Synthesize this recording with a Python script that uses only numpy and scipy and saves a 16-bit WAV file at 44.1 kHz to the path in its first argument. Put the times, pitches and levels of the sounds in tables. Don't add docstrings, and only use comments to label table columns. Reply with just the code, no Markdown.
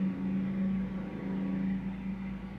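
import sys
import numpy as np
from scipy import signal
from scipy.fft import next_fast_len
from scipy.io import wavfile
from scipy.ndimage import uniform_filter1d

SR = 44100
rng = np.random.default_rng(int(sys.argv[2]) if len(sys.argv) > 2 else 0)


def generate_wav(signal):
    frames = np.transpose(np.atleast_2d(signal))
    scaled = np.clip(frames, -1, 1) * 32767
    pcm = np.round(scaled).astype(np.int16)
    wavfile.write(sys.argv[1], SR, pcm)


def natural_amplitude(level_db):
    exponent = np.asarray(level_db, float) / 20
    return 10 ** exponent


N = 113778
T = np.arange(N) / SR
BLADE_HZ, SPEED_UP = 27.43, 0.0593


def evened(x):
    return x / np.sqrt(np.mean(abs(x) ** 2) + 1e-20)


def curve(rows, column):
    rows = np.array(rows, float)
    return np.interp(T, rows[:, 0], rows[:, column])


def drift(top_hz):
    t = T[::64, None]
    jitter, phase = rng.random((2, 24))
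    hz = top_hz * (np.linspace(-1, 1, num=24) + (jitter - 0.5) / 12) ** 3
    z = evened(np.exp(2j * np.pi * (hz * t + phase)).sum(axis=1))
    return np.interp(T, t[:, 0], z.real) + 1j * np.interp(T, t[:, 0], z.imag)


def swells(rows, which):
    total = 0
    for k, centre, length, db in rows:
        if round(k) == which:
            total = total + db * np.cos(np.pi * np.clip((T - centre) / length, -0.5, 0.5)) ** 2
    return total


# time in seconds, facing in dB, thump level in dB.
TURN = [(0, 0, -54.5), (.4, -2, -58), (.65, 0.5, -55), (.82, -3, -48), (1.0, 1, -53), (1.25, 2.5, -56.5),
        (1.55, 2, -53.5), (1.8, -9.5, -48), (2.1, -9.5, -51), (2.35, -9, -46.5), (2.58, -9.5, -51)]


def facing():
    return curve(TURN, 1)


def blade_phase():
    return 2 * np.pi * (BLADE_HZ + SPEED_UP * T / 2) * T


def thump():
    tone = (1 + 0.34 * drift(8.0)) * np.exp(2j * blade_phase())
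    return natural_amplitude(curve(TURN, 2)) * tone.real


# time in seconds, pitch in Hz, level in dB.
BOOM = [(0, 189.5, -35), (.06, 189.7, -28), (.16, 188.8, -42), (.22, 190.2, -34.5), (.36, 191.5, -29),
        (.56, 192.5, -34.5), (.61, 192.5, -28.5), (.85, 190.2, -32), (.9, 190, -41), (.97, 190.3, -34.5),
        (1.11, 190.6, -40.5), (1.36, 191.9, -33), (1.74, 191.7, -32), (2.01, 191.9, -39.5),
        (2.1, 191.9, -35), (2.18, 191.9, -40), (2.29, 191.8, -37), (2.58, 192.5, -47.5)]
# blade order, centre in seconds, length in seconds, change in dB.
NULLS = [(7, 0.027, 0.05, 3), (7, .99, .14, 3), (7, 1.88, .1, 3), (7, 2.1, .1, 2), (7, .26, .1, 0.5),
         (7, .68, 0.074, -1), (7, 1.2, .08, -11), (7, 1.2, 0.13, 3), (7, 1, 0.12, -3), (7, 1.82, 0.1, -9),
         (7, 2.4, 0.074, -9), (7, 2.7, 0.11, -15), (7, 2.47, 0.1, 2)]


def bay_boom():
    flutter = 1 + 0.15 * drift(11)
    tone = flutter * np.exp(2j * np.pi * np.cumsum(curve(BOOM, 1)) / SR)
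    return natural_amplitude(curve(BOOM, 2) + swells(NULLS, 7)) * tone.real


# order as a multiple of the beat, level in dB.
BLADES = [(3, -60), (4, -61.5), (5, -55), (6, -54), (8, -54), (9, -60), (11, -54.5), (12, -55.5),
          (13, -56.5), (14, -58.5), (15, -62), (16, -69), (17, -69), (18, -57.5), (19, -63.5), (20, -60),
          (21, -68), (22, -74.5), (24, -73.5)]
# blade order, centre in seconds, length in seconds, change in dB.
GLINTS = [(5, 0.25, 0.71, 5), (5, .5, 0.22, 11), (18, 2.52, .15, 7), (11, 2.0, .6, -3), (6, 1.58, .12, 5),
          (5, 2.9, 0.18, 2), (5, .73, .1, 6), (5, 1.2, .2, -6), (5, 2.5, .2, -5), (8, 2.45, .2, -6),
          (5, 1.45, .5, -6.5), (6, 0.058, 0.22, 4), (6, .78, .25, 3.5), (6, 1.85, .9, 4.5), (8, 0.4, .2, 4),
          (8, 0.74, 0.62, 7.5), (8, 1.55, .15, 4), (8, 2.6, .15, 11.5), (8, 1.5, 0.28, -10),
          (11, .05, 0.25, 2), (11, .75, 0.17, -10), (11, 1.05, .3, 4), (11, 1.35, 0.17, -7),
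          (11, 1.55, .15, 5), (12, 0.11, 0.69, 5), (12, 0.562, .15, 3.5), (12, .85, 0.5, -8.5),
          (12, 1.19, 0.31, 1.5), (13, .65, 0.28, 3.5), (13, 1.15, 0.73, 2.5), (13, 1.8, 0.6, 6.5),
          (14, .15, .2, 3), (14, 1.33, 0.2, 8), (14, .85, 0.45, -5.5), (15, 1.15, .5, 3.5),
          (16, 1.34, 0.18, 10.5), (18, 0.45, .25, 5), (18, .85, 0.19, 6), (18, 1.186, 0.13, 5),
          (18, 1.7, .3, 2.5), (18, 0.68, .15, -6.5), (19, 0.65, .3, 2.5), (19, 0.95, 0.18, 7),
          (19, 1.45, .2, 7.5), (20, .62, 0.3, 8.5), (20, 0.58, 0.12, -5), (20, 0.2, 0.12, -3),
          (20, 1, 0.13, 5), (20, 1.1, .3, 1)]


def blade_orders():
    steady, fade_hz = 1.7, 9.0
    phase_spread = 1.8
    phase = blade_phase()
    out = np.zeros(N)
    for order, db in BLADES:
        share = np.clip((order - 4) / 8, 0, 1)
        level = db + share * facing() + swells(GLINTS, round(order))
        tone = np.exp(1j * (round(order) * phase + phase_spread * rng.standard_normal()))
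        paths = (steady + drift(fade_hz)) * tone
        out = out + natural_amplitude(level) * paths.real / np.hypot(steady, 1)
    return out


# time in seconds, level in dB.
ECHO = [
    (0, -50),
    (.2, -42),
    (.45, -46.5),
    (.52, -60.5),
    (1.0, -56),
    (1.12, -52),
    (1.5, -41.5),
    (1.75, -46.5),
    (1.9, -54),
    (2.58, -68),
]


def wall_echo():
    tone = (1 + 0.088 * drift(11.0)) * np.exp(10j * blade_phase())
    return natural_amplitude(curve(ECHO, 1)) * tone.real


def rotor():
    return np.sqrt(2) * (thump() + bay_boom() + blade_orders() + wall_echo())


def resonate(x, hz, width):
    carrier = np.exp(2j * np.pi * hz * T)
    r = np.exp(-np.pi * abs(width) / SR)
    smooth = signal.lfilter([1], np.convolve([1, -r], [1, -r]), x / carrier)
    return (carrier * smooth).real


def narrow_band(hz, width):
    return evened(resonate(rng.standard_normal(N), hz, width))


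def whistle(hz, width):
    band = signal.hilbert(narrow_band(hz, width), next_fast_len(N))[:N]
    return evened((band / (abs(band) + 0.2) ** 0.6).real)


def blade_chop():
    return 1 + 0.15 * np.cos(2 * np.pi * BLADE_HZ * T)


# pitch in Hz, width in Hz, level in dB, share of facing from 0 to 1.
WHISTLES = [
    (748, 5.8, -69, 0.46),
    (803, 17, -65, 0.34),
    (866, 40, -67, 0.22),
    (949.3, 48, -63.5, 0.48),
    (1128, 29, -63, 0.54),
]
# whistle number, centre in seconds, length in seconds, change in dB.
FLARES = [(0, 1.1, .9, 3), (1, 1.5, 0.16, 6), (1, 1.72, .12, 8), (1, 1.0, .2, -10), (2, 1.35, .2, 5.5),
          (3, 1.2, .2, 6), (3, 1.22, .25, -5), (1, .55, .2, -3), (4, .62, .12, 4), (3, 1.3, .14, 9),
          (3, 0.54, 1.0, -6.5), (3, 2.15, .4, 6), (4, 0.995, 0.13, 3), (4, 1.4, 0.3, 2),
          (4, 0.895, 0.14, -4), (4, 1.95, .6, -7), (4, 2.45, .3, 4.5), (9, 1.97, 0.2, 9.5),
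          (9, 1.16, 0.18, 6), (9, .03, .1, 6)]


def fan_whistles():
    out = np.zeros(N)
    for k, (hz, width, db, share) in enumerate(WHISTLES):
        waver = 1.0 * drift(4.0).real
        level = db + share * facing() + waver + swells(FLARES, k)
        out = out + natural_amplitude(level) * whistle(hz, width)
    return out * blade_chop()


# pitch in Hz, width in Hz, level in dB.
WHINES = [
    (1954, 80, -68.5),
    (2050, 130, -67.5),
    (2185, 250, -71.5),
    (2382, 28, -72.5),
    (3540, 99, -81),
]
# time in seconds, level in dB.
EXHAUST = [(0, 4.5), (.2, -4.5), (.48, 4.5), (.85, -4.5), (1.22, 2), (1.45, -2), (1.7, 0), (1.8, -1),
           (2.0, 2), (2.12, -0.5), (2.28, 5.5), (2.45, -7), (2.58, -9)]


def turbine_whines():
    out = np.zeros(N)
    for k, (hz, width, db) in enumerate(WHINES, len(WHISTLES)):
        waver = 0.94 * drift(14.0).real
        level = db + curve(EXHAUST, 1) + waver + swells(FLARES, k)
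        out = out + natural_amplitude(level) * narrow_band(hz, width)
    return out * blade_chop()


# start in seconds, peak level in dB, pitch in Hz.
PUFFS = [(0.0403, -52.5, 1960), (0.1281, -54, 1950), (0.156, -54, 2010), (0.2627, -51.5, 1970),
         (0.3252, -54.5, 1870), (0.4194, -52, 2090), (0.4728, -49, 1980), (0.7068, -56, 2010),
         (0.7437, -49, 1930), (0.7701, -50, 2060), (0.8026, -52, 2170), (0.9467, -55, 2010),
         (1.0181, -52, 2020), (1.0964, -50, 2140), (1.1218, -48, 2026), (1.1837, -49.5, 1960),
         (1.2231, -48, 2040), (1.258, -54, 2084), (1.3848, -49, 2050), (1.442, -48.5, 1940),
         (1.5748, -46.5, 1990), (1.6566, -49, 1990), (1.6954, -44, 1982), (1.721, -45, 1940),
         (1.8317, -49, 2000), (1.938, -48.5, 2120), (1.9594, -53, 2040), (2.0253, -48, 2074),
         (2.0627, -51.5, 2150), (2.1949, -51, 2000), (2.2179, -51, 2050), (2.2492, -54, 1960),
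         (2.2682, -46, 2070), (2.4578, -56, 2070)]


def exhaust_puffs():
    length, trim_db = 0.021, -4.5
    out = np.zeros(N + SR)
    t = np.arange(0, length, 1 / SR)
    envelope = np.sin(np.pi * t / length) ** 2
    for (start, db, hz), phase in zip(PUFFS, rng.random(len(PUFFS))):
        at = round(start * SR)
        out[at:at + len(t)] += natural_amplitude(db + trim_db) * envelope * np.sin(2 * np.pi * (hz * t + phase))
    return out[:N]


def noise(shape, patchy_db, follow):
    frames, hz = N // 512 + 5, np.fft.rfftfreq(2048, 1 / SR)
    real, imaginary, patches = rng.standard_normal((frames, 1025, 3)).T
    patches = uniform_filter1d(patches, size=10, axis=0)
    patches = evened(uniform_filter1d(patches, size=14, axis=1))
    shape_hz, shape_db = np.transpose(shape)
    tilt = np.interp(np.log(hz + 1), np.log(shape_hz), shape_db, left=-70, right=-70)[:, None]
    spectra = (real + 1j * imaginary) * natural_amplitude(tilt + patchy_db * patches)
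    sound = signal.istft(spectra, nperseg=2048, noverlap=1536)[1][:N]
    return evened(sound) * natural_amplitude(follow * facing())


# frequency in Hz, density in dB per Hz.
WASH = [(290, -23), (520, -2), (950, -2.5), (1040, -7.5), (1300, -4), (2300, -4.5), (3600, -17.5),
        (6500, -36)]


def town_wash():
    return natural_amplitude(-54.5) * noise(WASH, patchy_db=2.0, follow=0.15)


# frequency in Hz, density in dB per Hz.
RUMBLE = [(20, -19), (45, -9), (85, -12), (135, 2), (190, -0.5), (235, 1), (290, -10), (600, -20)]


def draught_rumble():
    return natural_amplitude(-46) * noise(RUMBLE, patchy_db=1.0, follow=0.3)


# start in seconds, length in seconds, then bands of pitch in Hz, width in Hz, level in dB.
SQUEAL = (2.42, .15, [(4740, 70, -83), (9680, 50, -90)])


def brake_squeal():
    start, length, bands = SQUEAL
    swell = np.sin(np.pi * np.clip((T - start) / length, 0, 1))
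    return swell * sum(natural_amplitude(db) * whistle(hz, width) for hz, width, db in bands)


# frequency in Hz, density in dB per Hz.
HISS = [(2000, -7), (4000, 2.5), (6000, 3.5), (9000, -2), (16000, -7)]


def microphone_hiss():
    return natural_amplitude(-79) * noise(HISS, patchy_db=0.7, follow=0.05)


def scene():
    helicopter = rotor() + fan_whistles() + turbine_whines() + exhaust_puffs()
    background = town_wash() + draught_rumble() + brake_squeal()
    return (helicopter + background)[None]


def top_cut(x):
    return signal.sosfilt(signal.butter(12, 15270, fs=SR, output="sos"), x)


def record(dry):
    heard = dry + microphone_hiss()
    edge = np.clip(np.minimum(T, T[::-1]) / 0.001, 0, 1)
    heard = heard * np.sin(np.pi / 2 * edge) ** 2
    return top_cut(heard)


dry = scene()
out = record(dry)
generate_wav(out)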